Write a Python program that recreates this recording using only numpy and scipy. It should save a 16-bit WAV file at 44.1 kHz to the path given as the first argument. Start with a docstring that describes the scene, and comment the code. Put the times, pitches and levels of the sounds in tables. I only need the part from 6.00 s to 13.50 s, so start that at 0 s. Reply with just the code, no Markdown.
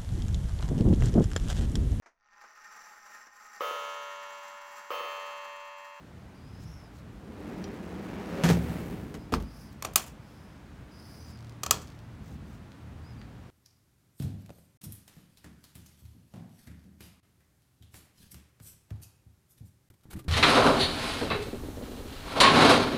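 """An open yard, microphone close to a truck; traffic, an idling engine and thin bird squeals far off.
A heavy steel drawer rolls shut on ball-bearing runners, catches halfway with a boom of its box, then
bumps the stop and rings the tray. Two paddle latches are snapped shut in turn, steel on steel, and the
second creaks as its pivot sticks and slips. Shoes scuff the concrete; the walls give faint echoes."""
import sys
import numpy as np
from scipy import signal
from scipy.fft import rfft, irfft, next_fast_len
from scipy.io import wavfile
from scipy.ndimage import uniform_filter1d

SR = 44100
rng = np.random.default_rng(int(sys.argv[2]) if len(sys.argv) > 2 else 0)


def dump_mix(stems):
    """Bounce the given channels to the path in sys.argv[1] as a 16-bit WAV at rate SR."""
    frames = np.atleast_2d(stems).T  # one column per channel
    limited = np.clip(frames, -1, 1)  # hard clip at full scale
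    pcm = np.round(limited * 32767).astype(np.int16)
    wavfile.write(sys.argv[1], SR, pcm)


N = 330819
TIME = np.arange(N) / SR
TAPS = 4096
HZ = np.fft.rfftfreq(TAPS, 1 / SR)

# reverberation between truck and walls: (frequency [Hz], t60 [s])
YARD_DECAY = [(200, .45), (1000, .31), (4000, .24), (9000, .2), (15000, .18)]
# arrivals of that tail at the microphone: (delay [s], level [dB])
YARD_ECHOES = [(.004, 0), (.062, -20), (.105, -20.5)]
# colour of the yard's tail and of the far traffic: (frequency [Hz], relative level [dB])
YARD_SPECTRUM = [(100, 2.5), (400, 8.5), (1200, -2.5), (2500, -0.5), (6500, -5), (10000, -5), (15000, -6.5)]
TRAFFIC_SPECTRUM = [(15, -43.5), (25, -14), (66, -1.5), (117, -4), (175, -8), (212, -7.5), (263, -14.5),
                    (301, -13.5), (326, -20), (545, -25.5), (695, -26), (1520, -30.5), (4870, -44),
                    (14800, -56), (16000, -56.5)]
# hum of an idling engine: (frequency [Hz], relative level [dB])
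ENGINE_PARTIALS = [(80, -1.5), (116, 0.5), (149, -4), (300, -16.5)]
# the hum swells and sinks back: (peak time [s], level [dB])
ENGINE_SWELLS = [(5.4, -46.5), (6.9, -50.5)]
# birds beyond the yard: (start [s], length [s], first pitch [Hz], top pitch [Hz], last pitch [Hz],
# place of the top [0-1], level [dB], rasp [0-1])
BIRD_CALLS = [(0.333, 0.38, 4680, 5120, 5100, 0.65, -68, 0.5),
              (0.644, 0.25, 5080, 5520, 4700, 0.3, -63.5, 0.57),
              (3.173, 0.12, 4900, 5000, 4900, 0.3, -72, 0.4),
              (3.429, .29, 4740, 5200, 4650, 0.62, -62.5, 1),
              (4.214, 0.39, 4880, 5080, 5000, 0.32, -71, 0.9),
              (4.9, 0.47, 4850, 5000, 4790, 0.5, -60, 0.79),
              (5.081, 0.083, 5080, 5240, 5280, .85, -65, 0.1), (5.172, .1, 5250, 6050, 5900, 0.6, -65, 0.1),
              (5.305, 0.1, 5160, 5280, 4300, .12, -65.5, 0.3),
              (7.032, 0.11, 4550, 5080, 4600, 0.56, -66, 0.1),
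              (7.18, 0.069, 4700, 4720, 4350, .15, -67, .1)]
# shoes on concrete: (start [s], length [s], level [dB])
SHOE_SCUFFS = [(0.587, 0.082, -63), (.92, 0.1, -66), (3.693, .07, -66), (5.246, .09, -61.5),
               (6.198, 0.19, -65.5), (6.43, 0.18, -69)]
# colour of grit under a sole and of a tiny slip of steel: (frequency [Hz], relative level [dB])
GRIT_SPECTRUM = [(800, -12), (2800, -8), (4200, 1), (7000, 0), (10000, -8), (15500, -7)]
TICK_SPECTRUM = [(500, -23), (1500, -2), (4800, 6), (8500, -6.5), (11000, -11), (16000, -15)]
# lone ticks of settling steel: (time [s], level [dB], brightness [dB/octave])
SETTLING_TICKS = [(2.91, -54, 11), (3.425, -52, 11), (6.7184, -54.5, -5), (7.2148, -49, -9)]
# slips in the latch pivot: (start [s], end [s], first gap [s], gap growth [ratio], level [dB])
PIVOT_CREAKS = [(5.36, 5.55, 0.014, 1.105, -59.5), (5.874, 6.01, .006, 1.47, -56)]
# the stop and each latch: (frequency [Hz], nominal width [Hz], relative level [dB])
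STOP_RESONANCES = [(1030, 480, -0.5), (1240, 330, 3.5), (2750, 1150, -11), (5060, 1700, -12.5),
                   (8850, 2000, -29)]
RIGHT_LATCH_RESONANCES = [(666, 350, -12.5), (1244, 240, 1), (1980, 200, -11), (2490, 200, -5),
                          (2840, 220, -4.5), (3750, 380, -7.5), (4770, 220, -5), (5204, 390, -9.5),
                          (6265, 520, -1), (7090, 240, -0.5), (7540, 200, -2), (8040, 230, -2),
                          (9280, 680, -2.5), (9850, 220, -6.5), (11200, 530, -14.5), (12600, 170, -0.5),
                          (13300, 250, -7), (14250, 546, -8.5), (15060, 150, -1.5)]
LEFT_LATCH_RESONANCES = [(374, 270, -11), (700, 350, -10), (1228, 194, 1.5), (1850, 200, -12),
                         (2480, 250, -8.5), (2830, 200, -10), (3270, 240, -5), (3870, 350, -10.5),
                         (4420, 200, -4.5), (4960, 450, -5.5), (5810, 270, -2.5), (6360, 380, -1.5),
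                         (6700, 244, -2.5), (7200, 190, -0.5), (7800, 240, -1), (8900, 240, -5),
                         (10100, 240, -11.5), (11100, 590, -15), (12060, 300, -11), (13200, 250, -13),
                         (14000, 350, -8), (14300, 300, -8.5)]
# hard contacts on those parts; a latch touches, slips and snaps home:
# (time [s], level [dB], chatter length [s], brightness [dB/octave], tuning of the resonances [ratio])
STOP_CONTACTS = [(3.3245, -42, 0.0094, 1, 0.96), (3.339, -20, 0.0017, -1, 0.98),
                 (3.3476, -34, 0.0019, 2, 0.91)]
RIGHT_LATCH_CONTACTS = [(3.8243, -31.5, 0.0038, -2, 0.9), (3.8487, -26.5, 0.008, -3.5, 0.94),
                        (3.935, -48, .006, 1, 1), (3.9581, -10.5, .0056, 1, 1)]
LEFT_LATCH_CONTACTS = [(5.6337, -26, 0.0077, -1, 0.99), (5.6632, -28, 0.0051, -2.5, .97),
                       (5.7092, -11, 0.0044, 0.53, 1.005)]
# the drawer is pushed up to the catch and coasts home: (time [s], relative speed [ratio])
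DRAWER_SPEED = [(1.17, 0.15), (1.5, 0.69), (1.85, 0.62), (2.25, 0.8), (2.43, 1.03), (2.75, .97), (3.0, 0.7),
                (3.33, 0.23)]
# colour of the two stages of the telescopic runners: (frequency [Hz], relative level [dB])
OUTER_STAGE_SPECTRUM = [(60, -31), (130, -17), (185, 3.5), (250, -2.5), (400, -6), (600, -14.5),
                        (1000, -15.5), (2200, -20), (3500, -30), (6000, -37), (10000, -50), (15000, -47.5)]
INNER_STAGE_SPECTRUM = [(60, -6), (130, -1), (220, 2), (300, -3.5), (420, -5.5), (600, -18), (1000, -19),
                        (2200, -20), (3500, -30.5), (6000, -36.5), (10000, -37), (15000, -36)]
# rails under the rollers: (frequency [Hz], t60 [s], relative level [dB], power of speed [exponent])
RAIL_MODES = [(186, 0.17, -43.5, 0.93), (300, 0.13, -47, 0.85), (396.5, 0.17, -46, 1.1),
              (490, 0.16, -45.5, 3.8), (546, 0.2, -45, 6.7), (618, 0.18, -50, 5.6), (742, 0.093, -57, 1.3)]
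# ringing of a rail struck at its joint, the thin drawer front, the drawer box and the tray around it:
# (frequency [Hz], relative level [dB], t60 [s])
PING_MODES = [(3150, -1, .06), (4430, -6, .06), (4970, -7, .08), (5780, 2, 0.057), (7050, -12, .07)]
FRONT_MODES = [(780, -4, .1), (956, -6, 0.15), (1116, 3, .09), (1193, -7.5, 0.18), (1316, -3.5, 0.13),
               (1700, -9, 0.17), (2510, -6.5, 0.176), (2910, -5.5, .1), (3270, -12, 0.22),
               (4200, -10.5, 0.2), (4450, -7.5, .14), (5250, -9.5, .14), (6500, -11, .14),
               (7307, -10, 0.0958), (9100, -15, 0.1196), (12650, -18, .06)]
BOX_MODES = [(74.3, -15.5, 0.79), (115.2, -17, 0.87), (157.6, -1, 0.24), (170.7, 5, 0.27),
             (188.4, -3, 0.34), (245.6, -7, 0.56), (347, -21, 0.6), (415, -24, 0.32), (560, -23, 0.29),
             (757, -18, 0.26), (815, -19, 0.21)]
TRAY_MODES = [(52.5, -3, 0.48), (77, 4.5, 0.2), (160, -8, 0.44), (205.8, -6.5, 0.37), (253, -2, 0.49),
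              (343.5, -13, 0.31), (434, -5, 0.16), (592, -21, 0.2), (1012, -25, 0.2), (1140, -26, .25),
              (1240, -29, 0.19)]
# dense ringing of sheet panels and of loose runner steel: (frequency [Hz], relative level [dB])
THUD_SPECTRUM = [(40, -31.5), (90, -1.5), (200, 6), (330, -2), (430, 0), (620, -8), (800, -8),
                 (1100, -22.5), (2500, -27.5), (8000, -38)]
CLATTER_SPECTRUM = [(200, 5), (700, -1), (1250, -1.5), (1700, -1), (2700, -6), (4000, -10), (6500, -11),
                    (10000, -20.5), (14500, -21), (16000, -44)]
# the runners catch, then the drawer bumps the tray:
# (time [s], boom level [dB], weight as extra bass [dB], clatter level [dB])
RUNNER_CATCHES = [(2.4372, -17, -4, -24.5), (2.4548, -23.5, 5, -29.5), (2.4897, -28, 6, -26),
                  (2.501, -22, 13, -35), (2.571, -32, 10, -58), (2.695, -32, -6, -51)]
TRAY_BUMPS = [(3.1419, -47.5, 4.5, -41.5), (3.3233, -29.5, -0.5, -35), (3.339, -34.5, -0.5, -32),
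              (3.361, -27, -10.5, -58), (3.401, -47.5, 5.5, -49), (3.424, -57, -0.5, -54)]


def amp(db):
    """Decibels to gain."""
    return 10 ** (np.asarray(db) / 20)


def unit(x):
    """Scales to rms 1."""
    return x / np.sqrt(np.mean(x ** 2) + 1e-20)


def read(points, hz=HZ):
    """Reads a spectrum on a log-frequency axis."""
    f, value = np.transpose(points)
    return np.interp(np.log(hz + 1), np.log(f + 1), value)


def tilt(db_per_octave):
    """Gain in dB at each of HZ, sloping above 500 Hz."""
    return db_per_octave * np.log2(np.maximum(HZ, 500) / 500)


def add(mix, s, sound):
    """Mixes a sound in at time s."""
    part = mix[round(s * SR):][:len(sound)]
    part += sound[:len(part)]


def colour(x, db):
    """Causal filter with the given gain in dB at each of HZ."""
    log_gain = np.log(amp(np.r_[db, db[-2:0:-1]]))
    response = np.fft.ifft(np.exp(np.conj(signal.hilbert(log_gain)))).real
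    return signal.oaconvolve(x, response[:TAPS * 3 // 4])[:len(x)]


def band_noise(samples, lo_hz, hi_hz):
    """One band of noise at rms 1."""
    bandpass = signal.butter(2, [lo_hz, hi_hz], "band", fs=SR, output="sos")
    return unit(signal.sosfilt(bandpass, rng.standard_normal(samples)))


def drift(rate_hz):
    """Slow random motion of rms 1."""
    size = next_fast_len(N, real=True)
    smoothing = np.exp(-(np.fft.rfftfreq(size, 1 / SR) / rate_hz) ** 2)
    return unit(irfft(rfft(rng.standard_normal(size)) * smoothing, size)[:N])


def clumpy_noise(depth_db, clump_samples):
    """Half a second of noise whose level flickers."""
    flicker = unit(uniform_filter1d(rng.standard_normal(SR // 2), size=clump_samples))
    return amp(depth_db * flicker) * rng.standard_normal(SR // 2)


def strike(x, seconds):
    """Scales a blow to the energy of a unit sound lasting so many seconds."""
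    return x / np.sqrt(np.sum(x ** 2) / (seconds * SR))


def yard(x):
    """A short, uneven tail, treble dying first, repeated faintly by the walls."""
    hz, t, bands = signal.stft(clumpy_noise(depth_db=2.2, clump_samples=180), SR, nperseg=256)
    decay = amp(-60 * t / read(YARD_DECAY, hz)[:, None])
    tail = signal.istft(bands * decay, SR, nperseg=256)[1]
    response = np.zeros(SR)
    for delay, db in YARD_ECHOES:
        add(response, delay, amp(db) * tail / np.linalg.norm(tail))
    return colour(signal.oaconvolve(x, response)[:N], read(YARD_SPECTRUM))


def traffic(rumble_db=-48, wash_db=-44):
    """Far-off traffic reaches the yard as a lumpy rumble under a smooth wash."""
    wash = unit(colour(rng.standard_normal(N), read(TRAFFIC_SPECTRUM)))
    low = signal.sosfiltfilt(signal.butter(2, 260, fs=SR, output="sos"), wash)
    return low * amp(rumble_db + 2.6 * drift(rate_hz=3.2)) + amp(wash_db) * (wash - low)


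def engine(idle_db=-57.5, rise_s=0.077, fall_s=0.49):
    """An engine idles in the distance; its hum wavers and swells."""
    hum, level = np.zeros(N), amp(idle_db)
    for hz, db in ENGINE_PARTIALS:
        gain = amp(db + 3 * drift(rate_hz=4.4))
        pitch = hz * (1 + 0.012 * drift(rate_hz=8))
        hum += gain * np.sin(2 * np.pi * np.cumsum(pitch) / SR)
    for s, db in ENGINE_SWELLS:
        level = level + amp(db) * np.exp(-np.maximum((s - TIME) / rise_s, (TIME - s) / fall_s))
    return unit(hum) * level


def squeal(length, first_hz, top_hz, last_hz, top_at, top_db, top_rasp):
    """A bird's two whistling voices; pitch, level and rasp follow one arch."""
    t = np.arange(0, length, 1 / SR)
    skew = np.log(0.5) / np.log(np.clip(top_at, 0.1, 0.9))
    arch = np.sin(np.pi * (t / length) ** skew)
    end_hz = np.where(t < top_at * length, first_hz, last_hz)
    hz = end_hz + (top_hz - end_hz) * arch ** 0.71  # holds near the top, drops at the ends
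    # rasp shakes the pitch and brings out the upper voice and the overtones
    rasp = top_rasp * (0.55 + 0.45 * arch)
    voices = np.zeros(len(t))
    for ratio, gain in ((1, 1), (1.19, amp(-9) * np.sqrt(abs(rasp)))):
        jitter = 0.074 * rasp * band_noise(len(t), 29.2, 450)
        flutter = amp(2.9 * band_noise(len(t), 14, 150))
        phase = 2 * np.pi * np.cumsum(hz * ratio * (1 + jitter)) / SR
        overtones = amp(-10) * (0.3 + rasp) * (np.sin(2 * phase) + 0.55 * rasp * np.sin(3 * phase))
        voices += gain * flutter * (np.sin(phase) + overtones)
    hiss = 0.63 * top_rasp ** 2 * (0.55 + 0.45 * arch) ** 2 * band_noise(len(t), 7100, 16500)
    envelope = amp(top_db - 6 * (1 - arch)) * signal.windows.tukey(len(t), 0.1)
    return envelope * (unit(voices) + hiss)


def birds():
    """Thin squeals carry from the trees beyond the yard."""
    out = np.zeros(N)
    for start, *call in BIRD_CALLS:
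        add(out, start, squeal(*call))
    return out + amp(-8.5) * yard(out)


def scuffs(grit_db=3):
    """Grit grinds under a sole in short swells."""
    grit = amp(grit_db * drift(rate_hz=250)) * rng.standard_normal(N)
    envelope = np.zeros(N)
    for s, length, db in SHOE_SCUFFS:
        add(envelope, s, amp(db) * signal.windows.tukey(round(length * SR), 0.7))
    return envelope * unit(colour(grit, read(GRIT_SPECTRUM)))


def chatter(seconds, first_touch=0.45):
    """Metal meets metal and chatters for a few ms: a short burst with a hard front."""
    t = TIME[:TAPS]
    window = np.exp(-(t / seconds) ** 4)
    burst = rng.standard_normal(TAPS)
    burst[0] = first_touch * np.sqrt(seconds * SR)
    for _ in range(8):  # evens out the spectrum while keeping the burst short
        burst = irfft(np.exp(1j * np.angle(rfft(burst * window))))
    return burst * np.exp(-t / (2.5 * seconds))


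def tick(db, brightness_db):
    """One tiny slip of steel under load."""
    slip = colour(chatter(seconds=0.0042), read(TICK_SPECTRUM) + tilt(brightness_db))
    return amp(db) * strike(slip, seconds=0.0033)


def creaks(scatter_db=3.5):
    """Settling steel ticks, and the latch pivot sticks and slips ever more slowly."""
    out = np.zeros(N)
    for s, db, brightness_db in SETTLING_TICKS:
        add(out, s, tick(db, brightness_db))
    for start, end, first_gap, growth, db in PIVOT_CREAKS:
        gaps = first_gap * growth ** np.arange(16)
        times = start + np.cumsum(gaps) - gaps
        levels_db = db - scatter_db * rng.standard_normal(len(times))
        for s, slip_db in zip(times[times < end], levels_db):
            add(out, s, tick(slip_db, brightness_db=1.5))
    return out + amp(-3) * yard(out)


def ring(modes, build_cycles, bass_db=0):
    """Struck steel: each mode builds up and dies away; a heavy blow favours the lowest."""
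    out = np.zeros(SR)
    for hz, db, t60 in modes:
        t = TIME[:min(round(t60 * SR), SR)]
        lowness = 1 / (1 + (hz / 135) ** 12)
        swell = 1 - np.exp(-t * hz / build_cycles)
        add(out, 0, amp(db + bass_db * lowness - 60 * t / t60) * swell * np.sin(2 * np.pi * hz * t))
    return out


def steel_part(resonances, crack_db, widen, tuning):
    """Gain in dB of a small steel part: peaks over a broadband crack, radiating little bass."""
    power = amp(crack_db) ** 2
    for hz, width, db in resonances:
        detuning = 1.75 * (HZ - hz * tuning) / (width * widen)
        power = power + amp(db) ** 2 / (1 + detuning ** 2) ** 2
    return 10 * np.log10(power / (1 + (330 / (HZ + 10)) ** 4))


def contacts(rows, resonances, crack_db, spread, front_db, wet_db):
    """Hard contacts ring a small part near the microphone; drawer front and yard ring on after it."""
    direct, scattered = np.zeros(N), np.zeros(N)
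    front = ring(FRONT_MODES, build_cycles=0.88)
    for s, db, seconds, brightness_db, tuning in rows:
        burst, tilt_db = chatter(seconds), tilt(brightness_db)
        sharp = colour(burst, steel_part(resonances, crack_db, 0.75, tuning) + tilt_db)
        add(direct, s, amp(db) * strike(sharp, seconds=0.004))
        # duller contacts press longer and put more into the panel
        add(direct, s, amp(db + front_db - 2.6 * brightness_db) * colour(front, tilt_db))
        # summed over all directions, the peaks are blunter
        blunt = colour(burst, steel_part(resonances, crack_db, spread, tuning) + tilt_db)
        add(scattered, s, amp(db) * strike(blunt, seconds=0.0038))
    return direct + amp(wet_db) * yard(scattered)


def latch(rows, resonances, crack_db, spread, wet_db, bounce_s=0.0135):
    """A paddle latch snaps shut; each contact bounces once, weaker and brighter."""
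    bounces = [(s + bounce_s, db - 31, seconds, brightness_db + 4.5, tuning)
               for s, db, seconds, brightness_db, tuning in rows]
    return contacts(list(rows) + bounces, resonances, crack_db, spread, front_db=-21, wet_db=wet_db)


def rails(speed, knocks_per_s=600):
    """Rollers knock over rough spots and ring the rails; some modes wake only near top speed."""
    out, t = np.zeros(N), TIME[:SR // 2]
    knocks = (rng.random(N) < knocks_per_s / SR) * rng.choice([-1, 1], N)
    for hz, t60, db, power in RAIL_MODES:
        mode = amp(-60 * t / t60) * np.cos(2 * np.pi * hz * t)
        out += amp(db) * unit(signal.oaconvolve(knocks, mode)[:N]) * speed ** power
    return out


def rolling(spectrum, start, stop, hiss_db, rails_db, grain_db, rumble_db=-37.5, ticks_per_s=1400):
    """Ball bearings tick over the rough track and shake the drawer, louder and brighter with speed."""
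    speed = np.interp(TIME, *np.transpose(DRAWER_SPEED))
    hits = rng.random(N) < ticks_per_s / SR
    ticks = hits * amp(grain_db * np.minimum(rng.exponential(1, N), 4)) * rng.choice([-1, 1], N)
    shake = colour(unit(ticks) + 0.74 * rng.standard_normal(N), read(spectrum))
    low = signal.sosfiltfilt(signal.butter(3, 900, fs=SR, output="sos"), shake)
    rumble = amp(rumble_db) * unit(low) * speed ** 1.12
    hiss = amp(hiss_db) * unit(shake - low) * speed ** 2.4
    moving = np.clip((TIME - start) / 0.039, 0, 1) * np.clip((stop - TIME) / 0.012, 0, 1)
    return moving * (rumble + hiss + amp(rails_db) * rails(speed))


def runners(joint_s=1.641):
    """The outer stage rolls, pinging at a joint, until it catches; then the inner stage takes over."""
    outer = rolling(OUTER_STAGE_SPECTRUM, start=1.07, stop=2.47, hiss_db=-46, rails_db=-2, grain_db=1.5)
    inner = rolling(INNER_STAGE_SPECTRUM, start=2.45, stop=3.34, hiss_db=-49, rails_db=-4.5, grain_db=1)
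    add(outer, joint_s, amp(-45.5) * ring(PING_MODES, build_cycles=6))
    add(outer, joint_s, tick(db=-43.5, brightness_db=-3))
    return outer + inner


def rattle(spectrum, t60, push, clump_db):
    """A first push, then many close modes dying together, in clumps where loose parts knock again."""
    modes = clumpy_noise(clump_db, clump_samples=110) * amp(-60 * TIME[:SR // 2] / t60)
    modes[0] = push * np.linalg.norm(modes)
    return strike(colour(modes, read(spectrum)), seconds=t60 / np.log(10 ** 6))


def blows(rows, modes, build_cycles, thud_db, thud_t60, push, clatter_t60):
    """Each blow booms in a steel box, thuds the panels by its weight and rattles runners and front."""
    out, front = np.zeros(N), ring(FRONT_MODES, build_cycles=1)
    for s, boom_db, weight_db, clatter_db in rows:
        thud = rattle(THUD_SPECTRUM, thud_t60, push, clump_db=1)
        clatter = rattle(CLATTER_SPECTRUM, clatter_t60, push=0.35, clump_db=2)
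        add(out, s, amp(boom_db) * ring(modes, build_cycles, bass_db=weight_db))
        add(out, s, amp(boom_db + thud_db + 1.2 * weight_db) * thud)
        add(out, s, amp(clatter_db) * clatter)
        add(out, s, amp(clatter_db - 16.5) * front)
    return out


def scene():
    """One microphone in the open yard: drawer, stop and latches close by, the rest behind them."""
    catch = blows(RUNNER_CATCHES, BOX_MODES, build_cycles=1.56,
                  thud_db=-12, thud_t60=0.16, push=0.91, clatter_t60=0.21)
    bumps = blows(TRAY_BUMPS, TRAY_MODES, build_cycles=0.21,
                  thud_db=2, thud_t60=0.2, push=0.25, clatter_t60=0.1)
    stop = contacts(STOP_CONTACTS, STOP_RESONANCES, crack_db=-37, spread=0.91, front_db=-46, wet_db=-15.5)
    right = latch(RIGHT_LATCH_CONTACTS, RIGHT_LATCH_RESONANCES, crack_db=-14.5, spread=4.2, wet_db=-8.5)
    left = latch(LEFT_LATCH_CONTACTS, LEFT_LATCH_RESONANCES, crack_db=-18.5, spread=2.4, wet_db=-9.5)
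    close = creaks() + runners() + catch + bumps + stop + right + left
    background = birds() + traffic() + engine() + scuffs()
    return (background + close)[None]


def record(dry, low_cut_hz=38, ceiling=0.8, edge_hz=16000):
    """The microphone drops deep bass and rounds the highest peaks; then the top treble is cut."""
    thin = signal.sosfilt(signal.butter(6, low_cut_hz, "high", fs=SR, output="sos"), dry)
    rounded = ceiling * np.tanh(thin / ceiling)
    lowpass = signal.firwin(255, edge_hz, window=("kaiser", 9), fs=SR)
    return signal.oaconvolve(rounded, lowpass[None], "same")


dry = scene()
out = record(dry)
dump_mix(out)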